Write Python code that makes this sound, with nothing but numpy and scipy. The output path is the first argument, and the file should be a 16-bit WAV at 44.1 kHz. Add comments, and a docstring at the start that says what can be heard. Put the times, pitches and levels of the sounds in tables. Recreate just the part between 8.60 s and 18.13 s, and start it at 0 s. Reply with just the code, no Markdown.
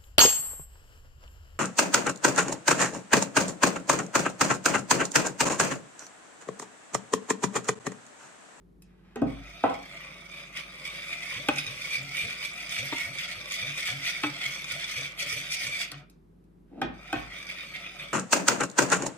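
"""Whisk in a plastic bowl

A whisk beats thick batter in a plastic bowl on a kitchen counter, close to the microphone.
Sticking and slipping wires scrape the wall in strokes; noise-driven resonances and rising tones make the batter
slop and drum, and now and then a knock rings the modes of the bowl. A plastic jug, also made of ringing modes,
is put down before the beating and picked up after a pause. A small room answers, over a low hum."""
import sys
import numpy as np
from scipy import signal
from scipy.fft import rfft, irfft, next_fast_len
from scipy.io import wavfile
from scipy.ndimage import uniform_filter1d, map_coordinates

SR = 44100
rng = np.random.default_rng(int(sys.argv[2]) if len(sys.argv) > 2 else 0)


def put_to_file(sound):
    """Save the sound as 16-bit audio at rate SR, in the file named by the first command-line argument."""
    columns = np.atleast_2d(sound).T  # one column per channel
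    safe = np.clip(columns, -1, 1)
    whole_steps = np.round(safe * 32767)
    wavfile.write(sys.argv[1], SR, whole_steps.astype(np.int16))


N = 420273
TIME = np.arange(N) / SR


# Crackle of the wet batter, close up. Each row: frequency in [Hz], relative level in [dB per Hz].
FIZZ_SPECTRUM = [(400, -22.5), (1000, -25), (2000, 14), (3200, 9), (4100, -2), (6000, -10), (9000, -13),
                 (12500, -13), (13800, -14), (15000, -32.5)]


def scrape():
    """Ringing wires and the wet crackle of the batter, coloured by the bowl wall."""
    scraping, spraying = sweeps()
    crackle = unit(colour(grains(3000, 2.2) * amp(2.0 * drift(70)), FIZZ_SPECTRUM))
    contact = band(wires(), 1426, 7400, order=2) + amp(-3.0) * crackle + amp(-11.5) * froth()
    contact = muffle(contact, depth_db=2.0, patch_hz=608.0, patch_s=.07)
    sound = contact + wall(contact)
    body, treble = register(sound, 500, 4300), register(sound, 4300, 16000)
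    # the hand never presses quite evenly
    uneven = amp(0.7 * drift(60))
    return uneven * (scraping * body * amp(1.0) + spraying * treble * amp(5.0))


# Each sweep of the wires along the wall. Each row: time of its peak in [s], length scale in [s],
# relative level of the scrape in [dB], relative level of the spray in [dB].
WALL_STROKES = [ (1.15, 0.079, -48, -61), (1.414, 0.3065, -47, -65), (1.775, 0.279, -48.5, -61),
                (1.982, 0.0859, -38, -53), (2.267, 0.0741, -39.5, -51), (2.396, 0.1736, -45.5, -70.5),
                (2.527, 0.084, -38, -58.5), (2.635, 0.1293, -42, -57.5), (2.741, 0.1796, -38.5, -54),
                (2.986, 0.0789, -35, -44.5), (3.077, 0.1208, -40.5, -53), (3.258, 0.189, -41, -51),
                (3.35, .12, -33.5, -46.5), (3.596, .17, -34, -47.5), (3.708, 0.1188, -39.5, -55.5),
                (3.843, 0.1118, -37.5, -49), (4.01, .12, -44.5, -54.5), (4.123, .12, -39, -47),
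                (4.184, 0.0932, -34, -45.5), (4.269, 0.12, -41, -49.5), (4.399, 0.21, -36, -49),
                (4.614, 0.1531, -38, -48.5), (4.71, 0.065, -38.5, -50), (4.937, 0.1123, -38.5, -43.5),
                (5.016, 0.0995, -37, -49), (5.092, 0.1147, -39, -53), (5.189, .08, -37.5, -44.5),
                (5.28, .15, -34, -44.5), (5.477, 0.1264, -33.5, -43), (5.56, .08, -39, -52.5),
                (5.651, 0.0997, -38, -52.5), (5.852, 0.148, -35, -49.5), (5.938, .1, -43.5, -50),
                (6.12, 0.0895, -37.5, -51.5), (6.232, 0.098, -39, -50), (6.306, .1, -43, -49),
                (6.376, 0.0852, -37, -49), (6.456, 0.074, -41, -64), (6.614, 0.0701, -34, -40),
                (6.711, 0.12, -37, -44), (6.785, 0.076, -41.5, -47.5), (6.935, 0.059, -40, -37),
                (7.033, .17, -37.5, -45), (7.149, 0.055, -35, -52.5), (7.212, 0.0887, -37, -41.5),
                (8.485, 0.099, -50, -78), (8.76, 0.15, -45, -75), (8.904, 0.068, -40.5, -56.5),
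                (9.007, 0.1182, -43.5, -79), (9.158, 0.062, -39.5, -59), (9.263, 0.086, -42, -81),
                (9.42, 0.0706, -40, -60)]
STROKE_RISE, STROKE_FALL = 0.38, 0.33  # shares of the length scale that set the swell and the dying away
SPRAY_DB, SPRAY_GROWTH = 4.5, 1.32  # between strokes the spray grows a little faster than the scrape


def sweeps():
    """Every stroke swells and dies away over the steady rubbing: gains of the scrape and of the spray."""
    rub = rubbing()
    scrape_power = rub ** 2
    spray_power = (amp(SPRAY_DB) * rub ** SPRAY_GROWTH) ** 2
    t = np.arange(-SR // 2, SR // 2) / SR
    for s, length, scrape_db, spray_db in WALL_STROKES:
        arch = np.exp(-(t / (length * np.where(t < 0, STROKE_RISE, STROKE_FALL))) ** 2)
        add(scrape_power, s + t[0], (amp(scrape_db) * arch) ** 2)
        add(spray_power, s + t[0], (amp(spray_db) * arch) ** 2)
    return np.sqrt(scrape_power), np.sqrt(spray_power)


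# How hard the wires keep rubbing the wall between strokes, before and after the pause.
# Each row: time in [s], relative level of the scrape in [dB].
BEATING_LEVEL = np.array([(0.68, -53.5), (0.8, -59), (0.88, -53), (1.2, -53), (1.9, -55.5), (2.35, -46.5),
                 (3.3, -46), (4.8, -46.5), (5.7, -45.5), (6.45, -42.5), (6.55, -56.5), (6.68, -44),
                 (7.23, -42), (7.3, -55.5), (7.4, -58)])
STIRRING_LEVEL = np.array([(8.34, -61), (8.6, -49), (8.68, -54.5), (8.8, -48.5), (9.53, -52)])


def rubbing():
    """The steady contact of the wires with the wall, as gain."""
    return sum(swell(*curve.T, fade=.05) for curve in (BEATING_LEVEL, STIRRING_LEVEL))


# Resonances of a wire loop against the wall. Each row: centre before detuning in [Hz],
# width before detuning in [Hz], relative level in [dB].
WIRE_RESONANCES = [(1462, 66, -6), (2291, 68, 3.5), (3447, 100, -3), (4560, 400, -13), (5690, 250, -21),
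                   (7960, 420, -20), (9500, 1500, -33.5)]


def wires(count=5, detune=0.047, slips_per_s=480, jitter=.5, touch_db=6.0, touches_per_s=45):
    """Each loop has its own pitch, touches the wall more or less, and sticks and slips while it does."""
    out = np.zeros(N)
    for place in np.linspace(-1, 1, count):
        rate = slips_per_s * np.exp(.3 * drift(12) + jitter * drift(400))
        # one slip at each whole count, of random strength
        slips = np.diff(np.floor(np.cumsum(rate) / SR), prepend=0) * rng.exponential(1, N)
        touch = amp(touch_db * drift(touches_per_s))
        drive = (unit(slips) + .5 * rng.standard_normal(N)) * touch
        out += resonate(drive, WIRE_RESONANCES, 1 + detune * place * (1 + abs(place)) / 2)
    return steady(wander(out, share=.03, per_s=14))


# The ring of the bowl wall under the wires. Each row: pitch about which it sways in [Hz], width in [Hz],
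# relative level in [dB].
WALL_RESONANCES = [(2362, 180, -5), (3570, 310, -13)]
WALL_SWAY, WALL_SWAYS_PER_S = 0.052, 12  # typical share of the pitch, and new random values per second


def wall(x):
    """The wall rings along, at a pitch that sways as the wires travel over it."""
    out = 0
    stretch = np.cumsum(1 + WALL_SWAY * drift(WALL_SWAYS_PER_S)) / SR
    for hz, width, db in WALL_RESONANCES:
        turn = np.exp(2j * np.pi * hz * stretch)
        r = np.exp(-np.pi * width / SR)
        # shift the pitch to zero, smooth, and shift back: a resonance that can move
        ring = turn * signal.lfilter([1 - r], [1, -r], x * turn.conj())
        out = out + amp(db) * 2 * ring.real
    return out


def froth(count=2400, lo_hz=1700, hi_hz=7500, cycles=9, spread_db=5.5):
    """Tiny bubbles burst in the wake of the wires."""
    out = np.zeros(N)
    for when, pitch, size in rng.random((count, 3)):
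        hz = lo_hz * (hi_hz / lo_hz) ** pitch
        level = amp(-spread_db * np.log(size + .03))  # a few are much louder
        add(out, when * N / SR, level * bubble(hz, cycles / hz, rise=.15))
    return unit(out)


def muffle(x, depth_db, patch_hz, patch_s):
    """The batter covers and bares the wires, so that registers swell and fade by turns."""
    hz, at, z = signal.stft(x, SR, nperseg=256)
    chance = rng.standard_normal((200, 1000))
    grid = np.meshgrid(hz / patch_hz, at / patch_s, indexing="ij")
    patches = map_coordinates(chance, grid, order=1, mode="mirror")
    return signal.istft(z * amp(depth_db * patches), SR, nperseg=256)[1][:N]


def register(x, lo_hz, hi_hz):
    """One register at an even level, filtered both ways so that neighbours join smoothly."""
    backward = band(x, lo_hz, hi_hz, order=2)[::-1]
    return steady(band(backward, lo_hz, hi_hz, order=2)[::-1], size=1800)


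# A wire catches and snaps free. Each row: start in [s], relative level in [dB].
WIRE_CATCHES = [(2.968, -27), (4.289, -25), (6.119, -3.5), (6.602, -23), (6.689, -9), (6.923, -28)]


def catches(t60=0.027, ring=1.0):
    """A short bright snap that also rings the wire."""
    out, t = np.zeros(N), np.arange(4000) / SR
    for s, db in WIRE_CATCHES:
        snap = band(rng.standard_normal(len(t)) * amp(-60 * t / t60), 2000, 8000, order=1)
        sound = unit(snap) + ring * unit(resonate(snap, WIRE_RESONANCES))
        add(out, s, amp(db) * sound / np.std(sound[:SR // 200]))
    return out


# Resonances of the loaded bowl, then of pockets in the batter (these wander a little in pitch).
# Each row: centre in [Hz], width in [Hz], relative level in [dB].
DRUM_RESONANCES = [(147, 12, -7.5), (289, 59, -15.5)]
SLOP_RESONANCES = [(438, 30, -13), (575.4, 25, 0.5), (658, 33, 1.5), (910, 250, -15.5), (1217, 120, -0.5)]
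# The whisk drags a pocket of air into the batter. Each row: start in [s], length in [s], relative level of the
# gulp in [dB], share by which its pitch starts low, least level of a slop bubble in [dB].
AIR_GULPS = [(2.755, 0.095, -41, 0.34, -47), (2.895, 0.28, -42.5, 0.65, -48), (3.056, 0.13, -42, 0.41, -49),
             (3.366, 0.19, -41, 0.13, -52), (3.623, 0.087, -37.5, 0.59, -45),
             (4.181, 0.16, -38.5, 0.3, -43), (4.444, 0.15, -42.5, 0.6, -48.5),
             (4.754, 0.09, -45, 0.44, -51.5), (5.001, 0.21, -40.5, 0.45, -44),
             (5.275, 0.23, -40.5, .6, -46.5), (5.643, 0.14, -41, .3, -55), (5.843, 0.12, -46.5, 0.4, -56),
             (6.103, 0.11, -43.5, 0.62, -44), (6.355, 0.16, -40.5, 0.35, -44), (6.611, 0.19, -51, 0.3, -43),
             (6.72, 0.16, -38.5, 0.34, -44), (7.04, 0.1, -38.5, 0.23, -47.5), (7.319, 0.13, -44, 0.18, -59)]
GULP_HZ, SLOP_HZ = 142, 540.5  # pitches about which big pockets and small bubbles vary
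SLOP_SPREAD_S = .06  # small bubbles burst over this time, just after a gulp begins


def batter(count=3):
    """Soft lumps drum and pop all through the stirring; each gulp brings a slop of bubbles, tending upward."""
    lumps = unit(band(resonate(grains(290, 2.3), DRUM_RESONANCES), 110, 660, order=2))
    popping = wander(resonate(grains(340, 2.4), SLOP_RESONANCES), share=.06, per_s=12)
    pops = unit(band(popping, 360, 1500, order=2))
    out = sweeps()[0] ** 0.16 * (amp(-55.5) * lumps + amp(-46.0) * pops)
    for s, length, gulp_db, rise, slop_db in AIR_GULPS:
        overtone_db = -9 + 4 * rng.standard_normal()
        pocket = gulp(GULP_HZ, length, rise, overtone_db, rough=0.33)
        add(out, s, amp(gulp_db - 1.0) * pocket)
        for k, (when, pitch, size) in enumerate(rng.random((count, 3))):
            late = (k + when) / count
            hz = SLOP_HZ * (1 + 0.27 * (late - .5) + .25 * (pitch - .5))
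            level = amp(slop_db + 8.1 * size)
            add(out, s + 0.0074 + SLOP_SPREAD_S * late, level * bubble(hz, t60=.075, rise=0.22))
    return out


CLOSING_S = 0.019  # sets how fast a pocket closes, varied at each gulp


def gulp(hz, length, rise, overtone_db, rough):
    """A pocket in the batter rings unevenly and rises in pitch as it closes."""
    t = np.arange(int(length * SR)) / SR
    closing = CLOSING_S * rng.uniform(.6, 1.4)
    tight = 1 - rise * np.exp(-(t / closing / 2) ** 2)  # a tighter pocket rings higher and louder
    turns = np.cumsum(hz * rng.uniform(0.98, 1.05) * tight) / SR
    a, b, c, d = (np.interp(t * hz / 2, np.arange(len(k)), k) for k in rng.standard_normal((4, 200)))
    tone = np.exp(2j * np.pi * turns)
    overtone = amp(overtone_db) * (1 + rough * (c + 1j * d)) * tone ** 2
    sound = (1 + rough * (a + 1j * b)) * tone + overtone
    envelope = np.sin(np.pi * (t / length) ** 0.5) ** 2
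    return tight ** 1.5 * sound.real / np.sqrt(1 + 2 * rough ** 2) * envelope


def bubble(hz, t60, rise):
    """A bubble starts quickly and rises in pitch as it dies."""
    t = np.arange(int(t60 * SR) + 2) / SR
    envelope = amp(-60 * t / t60) * (1 - np.exp(-t * hz))
    return envelope * np.sin(2 * np.pi * hz * t * (1 + rise * t / t60 / 2))


# The whisk hits the bowl; then the jug meets the counter or rocks on it.
# Each row: start in [s], relative levels of thud, hollow knock, clack and tick in [dB], ring time as a factor,
# hollow pitch in [Hz], relative boom level in [dB], boom length in [s], boom pitch in [Hz].
BOWL_HITS = [(2.885, -31, -20.5, -19, -30, 0.69, 813, -25, 0.024, 280),
             (4.322, -35, -31, -30, -54, 0.73, 930, -42, 0.073, 269),
             (5.634, -30.5, -28, -22, -37, 0.77, 845, -33, .1, 293.4),
             (7.316, -50.5, -50, -38.5, -36.5, 1.4, 654, -59, 0.038, 283)]
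JUG_HITS = [(0.557, -41, -41.5, -48.5, -56.5, 0.5, 413, -37, 0.093, 244),
            (0.617, -28, -33, -51.5, -60, 0.88, 640, -13.5, 0.043, 269.5),
            (1.037, -36, -20.5, -37, -60, 0.72, 712, -19.5, 0.044, 271.6),
            (1.106, -58, -36.5, -56, -70, 0.5, 770, -43, 0.093, 270),
            (8.215, -40, -33.5, -34, -49.5, 0.54, 790, -29.5, 0.1, 263),
            (8.527, -37.5, -33.5, -33, -47, 0.8, 729, -31, 0.033, 305)]
# Ringing modes of each. Each row: pitch before a small random shift in [Hz], mean relative level in [dB],
# time to fall 60 dB before the ring factor in [s].
BOWL_MODES = [(144, -18, 0.14), (292, -4, 0.08), (615, -2.5, 0.087), (1097, 0, 0.041), (1268, 0.5, 0.069),
              (1545, 0.5, 0.07), (1880, 0, 0.071), (2540, -2, 0.13), (3710, 2.5, 0.064)]
JUG_MODES = [(127, -21, 0.25), (258, -12, 0.18), (356, -12, 0.063), (541.4, -9, 0.13), (683, -6.5, 0.19),
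             (796, -6, 0.18), (1071, -7, 0.13), (1303, -1.5, 0.07), (1508, 13.5, 0.026), (1870, -2, 0.13),
             (2492, 1, 0.082)]
# Edges in [Hz] of the four registers: thud, hollow knock, clack and tick.
KNOCK_REGISTERS = [80, 420, 1100, 3500, 15000]


def knocks(rows, modes, hollow_db, hollow_t60, rattle_db, rattle_t60, tick_t60, bass_rise, gain_db,
           chatter_db, spread_db):
    """A blow rings the modes over a chattering plastic rattle, and the thin base booms briefly."""
    out, t = np.zeros(N), np.arange(SR // 2) / SR
    for s, *levels, length, hollow_hz, boom_db, boom_s, boom_hz in rows:
        # where it lands sets the hollow pitch and the weight of each mode and register
        chance = rng.standard_normal((len(modes), 2))
        struck = [(hz * (1 + 0.02 * a), db + spread_db * b, t60) for (hz, db, t60), (a, b) in zip(modes, chance)]
        struck.append((hollow_hz, hollow_db, hollow_t60))
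        ring = ringing(t, struck, length)
        # the first contact is the firmest
        contacts = np.r_[1, .5, rng.standard_normal(len(t) - 2) - .5]
        chatter = np.interp(t * 260, np.arange(len(t)), contacts)
        rattle_level = amp(rattle_db + chatter_db * chatter - 60 * t / (rattle_t60 * length))
        blow = ring + rng.standard_normal(len(t)) * rattle_level
        blow = blow * (1 - np.exp(-t / 0.0028))  # a soft onset over a few milliseconds
        parts = [band(blow, lo, hi, order=4) for lo, hi in zip(KNOCK_REGISTERS, KNOCK_REGISTERS[1:])]
        parts[0] = parts[0] * (1 - np.exp(-t / bass_rise))  # the bass builds up late
        # the contact itself is brief
        parts[-1] = band(parts[-1], 1400, 3200, order=1) * amp(-60 * t / tick_t60)
        levelled = [amp(db + gain_db) * part / np.std(part[:SR // 33]) for db, part in zip(levels, parts)]
        add(out, s, sum(levelled))
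        flex = np.sin(np.pi * np.minimum(t / boom_s, 1) ** .5) ** 2  # damped as the base settles flat
        add(out, s, amp(boom_db) * flex * np.sin(2 * np.pi * boom_hz * t))
    return out


def ringing(t, modes, length):
    """Modes struck together die away, each at its own pace."""
    return sum(amp(db - 60 * t / (t60 * length)) * np.sin(2 * np.pi * hz * t) for hz, db, t60 in modes)


# A load is put on or taken off the counter. Each row: start in [s], relative level in [dB],
# ring time as a factor.
COUNTER_THUMPS = [(0.624, -32, 1.7), (1.042, -45, 0.45), (8.243, -34, 0.43), (8.562, -33, 0.37)]
# Modes of the counter. Each row: pitch in [Hz], relative level in [dB],
# time to fall 60 dB before the ring factor in [s].
COUNTER_MODES = [(53, -7.5, 1.0), (85.4, -14, 0.14), (121, -9.5, 0.55), (148, -1, 0.21)]


def counter():
    """The counter booms under the heavier knocks; the jug drags a little as it is lifted."""
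    drag = unit(band(resonate(grains(490, 1.2), [(253, 110, 4.0), (600, 150, -20.0)]), 146, 870))
    drag_s, drag_db = [8.125, 8.15, 8.21, 8.25, 8.3, 8.37], [-45.5, -48, -39.0, -33.0, -50, -70.0]
    out = drag * swell(drag_s, drag_db, fade=0.032)
    t = np.arange(SR // 2) / SR
    for s, thump_db, length in COUNTER_THUMPS:
        boom = ringing(t, COUNTER_MODES, length)
        add(out, s, amp(thump_db) * boom * (1 - t / t[-1]))
    return band(out, 48.0, 830, order=4)


# Light ticks, as when the resting whisk taps the rim. Each row: start in [s], relative level in [dB].
RIM_TAPS = [(0.221, -36.5), (7.498, -40), (7.84, -57.5)]


def taps(ping_hz=2600, ping_db=-10, ping_t60=0.052, click_t60=0.036):
    """A dry click with a faint ping of wire."""
    out, t = np.zeros(N), np.arange(SR // 5) / SR
    ping = amp(ping_db - 60 * t / ping_t60) * np.sin(2 * np.pi * ping_hz * t)
    for s, db in RIM_TAPS:
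        click = band(rng.standard_normal(len(t)), 1600, 13000, order=1) * amp(-60 * t / click_t60)
        add(out, s, amp(db - 11.0) * (click + ping))
    return out


def sleeve():
    """A sleeve rustles as the arm moves with the jug and back to it."""
    cloth = unit(band(grains(2100, 2.2), 520, 2500, order=2)) * amp(1.4 * drift(36))
    leaving = swell([.26, .42, .55], [-74, -69, -64], fade=0.045)
    returning = swell([8.08, 8.13, 8.2], [-80, -73, -63], fade=0.1)
    return cloth * (leaving + returning)


def circling(x, count=4, turns_per_s=3.3):
    """The whisk circles in the bowl at a drifting pace, so its reflections keep changing."""
    place = count * (turns_per_s * TIME + 0.448 * drift(3))
    away = [np.minimum(abs((place - k + count / 2) % count - count / 2), 1) for k in range(count)]
    return sum(room(x * np.cos(np.pi / 2 * d), wet_db=-7, early_db=1) for d in away)


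# Reverberation of the small kitchen. Each row: frequency in [Hz], time to fall 60 dB in [s].
ROOM_DECAY = [(100, 0.46), (300, 0.27), (800, 0.38), (2500, 0.35), (6000, 0.22), (14000, 0.016)]
PORT_LAG = 4  # samples by which the right port of the microphone hears later


def room(x, wet_db, early_db):
    """Direct sound reaches the left port first; near surfaces and a short diffuse tail follow."""
    size = SR // 2
    t = np.arange(size) / SR
    echoes = rng.choice([-1., 1.], (2, size)) * (rng.random((2, size)) < 4000 / SR)
    hz, at, z = signal.stft(echoes * (t > .008), SR, nperseg=256)
    decay = amp(-60 * at / read(ROOM_DECAY, hz)[:, None])
    tail = signal.istft(z * decay, SR, nperseg=256)[1][:, :size]
    early = rng.standard_normal((2, size)) * np.exp(-t / 0.0044) * (t > .0006)
    response = sum(amp(db) * r / np.linalg.norm(r[0]) for db, r in ((wet_db, tail), (early_db, early)))
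    direct = np.array([x, np.r_[np.zeros(PORT_LAG), x[:-PORT_LAG]]])
    heard = direct + signal.fftconvolve(x[None], diffuse(response), axes=1)[:, :N]
    return heard / np.sqrt(1 + amp(wet_db) ** 2 + amp(early_db) ** 2)


# Likeness of diffuse sound at the two ports. Each row: frequency in [Hz], correlation from -1 to 1.
PORT_LIKENESS = [(100, 0.48), (300, 0.83), (600, -0.54), (1500, -0.0067), (4000, 0.31), (8500, 0.56),
                 (13000, 1)]


def diffuse(pair):
    """Two unrelated sounds become what two close ports hear: alike by a share that varies with pitch."""
    size = next_fast_len(2 * pair.shape[1])
    a, b = rfft(pair, size)
    same = np.clip(read(PORT_LIKENESS, np.fft.rfftfreq(size, 1 / SR)), -1, 1)
    return irfft(np.array([a, same * a + np.sqrt(1 - same ** 2) * b]), size)[:, :pair.shape[1]]


# Background air of the kitchen. Each row: frequency in [Hz], relative level in [dB per Hz].
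AIR_SPECTRUM = [(20, -35.5), (35, -22), (50, -11.5), (75, -11), (120, -10), (180, -7), (260, -12),
                (400, -11.5), (480, -21), (1200, -32.5), (3000, -44.5), (7000, -51.5), (13000, -51),
                (15000, -60.5)]
# Hum of an appliance. Each row: mean pitch in [Hz], RMS level in [dB].
HUM_TONES = [(50, -62.5), (162, -67), (183, -63)]
AIR_DB = -60.0  # RMS level


def kitchen():
    """Low room noise and the wavering hum of an appliance."""
    air = unit(diffuse(colour(rng.standard_normal((2, N)), AIR_SPECTRUM)))
    hum = 0
    for hz, db in HUM_TONES:
        phase = 2 * np.pi * hz * TIME + hz / 200 * drift(5)
        hum = hum + amp(db) * np.sqrt(2) * np.sin(phase)
    return amp(AIR_DB) * air + hum


def amp(db):
    """Decibels as a factor of amplitude."""
    return 10 ** (np.asarray(db) / 20)


def unit(x):
    """Scales a sound to an RMS level of one."""
    return x / np.sqrt(np.mean(x ** 2) + 1e-20)


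def read(points, hz):
    """Reads a curve between its points, along a logarithmic frequency axis."""
    f, value = np.transpose(points)
    return np.interp(np.log(hz + 1), np.log(f + 1), value)


def add(mix, s, sound):
    """Lays a sound into the mix from second s."""
    part = mix[max(round(s * SR), 0):][:len(sound)]
    part += sound[:len(part)]


def band(x, lo_hz, hi_hz, order=3):
    """Keeps the frequencies between two edges."""
    sos = signal.butter(order, [lo_hz, min(hi_hz, .48 * SR)], "band", fs=SR, output="sos")
    return signal.sosfilt(sos, x)


def colour(x, points):
    """Shapes the spectrum of a sound by the curve in points."""
    size = next_fast_len(N)
    gain = amp(read(points, np.fft.rfftfreq(size, 1 / SR)))
    return irfft(rfft(x, size) * gain, size)[..., :N]


def resonate(x, resonances, stretch=1):
    """Parallel resonances, all shifted by one factor."""
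    out = 0
    for hz, width, db in resonances:
        out = out + amp(db) * signal.lfilter(*signal.iirpeak(hz * stretch, hz / width, SR), x)
    return out


def drift(per_s):
    """Straight lines between random values, drawn at unit spread."""
    knots = rng.standard_normal(4000)
    return np.interp(TIME * per_s, np.arange(len(knots)), knots)


def grains(per_s, spread_db):
    """Random clicks, most small and a few large."""
    size = amp(spread_db * np.minimum(rng.exponential(1, N), 4))
    return unit(size * rng.choice([-1, 1], N) * (rng.random(N) < per_s / SR))


def swell(s, db, fade=0.15):
    """A level curve as gain, with a 25 dB fade at each end and silence beyond."""
    times = np.r_[s[0] - fade, s, s[-1] + fade]
    levels = np.r_[db[0] - 25, db, db[-1] - 25]
    return amp(np.interp(TIME, times, levels, left=-np.inf, right=-np.inf))


def wander(x, share, per_s):
    """Bending shifts all resonances up and down together."""
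    bend = share * drift(per_s)
    return map_coordinates(x, [np.cumsum(1 + bend - bend.mean())], order=3, mode="mirror")


def steady(x, size=3500):
    """Evens out the slow level and keeps the grain; size is in samples."""
    return x / np.sqrt(abs(uniform_filter1d(x ** 2, size)) + 1e-12)


def scene():
    """Whisk, batter and knocks, heard in the small kitchen."""
    jug = knocks(JUG_HITS, JUG_MODES, hollow_db=8.5, hollow_t60=0.052, rattle_db=4.5, rattle_t60=0.27,
                 tick_t60=0.02, bass_rise=0.0054, gain_db=0.5, chatter_db=7.0, spread_db=1.0)
    bowl = knocks(BOWL_HITS, BOWL_MODES, hollow_db=6, hollow_t60=0.058, rattle_db=11.0, rattle_t60=0.091,
                  tick_t60=.02, bass_rise=0.0022, gain_db=-7.5, chatter_db=7.5, spread_db=5.0)
    lean = amp([[-.5], [.5]])  # slightly louder on the right
    whisk = amp(1.0) * lean * circling(scrape() + amp(-29.0) * catches())
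    whisk = whisk + room(bowl, wet_db=-11, early_db=-7)
    blows = room(jug + counter() + taps() + sleeve(), wet_db=-7, early_db=-5)
    return whisk + room(batter(), wet_db=-10, early_db=-7) + blows + kitchen()


CUT_HZ = 15800  # upper band limit


def record(dry):
    """The microphone softens the highest treble; then the band limit."""
    soft = signal.sosfilt(signal.butter(6, 13500, fs=SR, output="sos"), dry)
    limit = signal.firwin(511, CUT_HZ, window=("kaiser", 9), fs=SR)
    return signal.oaconvolve(soft, limit[None], "same")


dry = scene()
out = record(dry)
put_to_file(out)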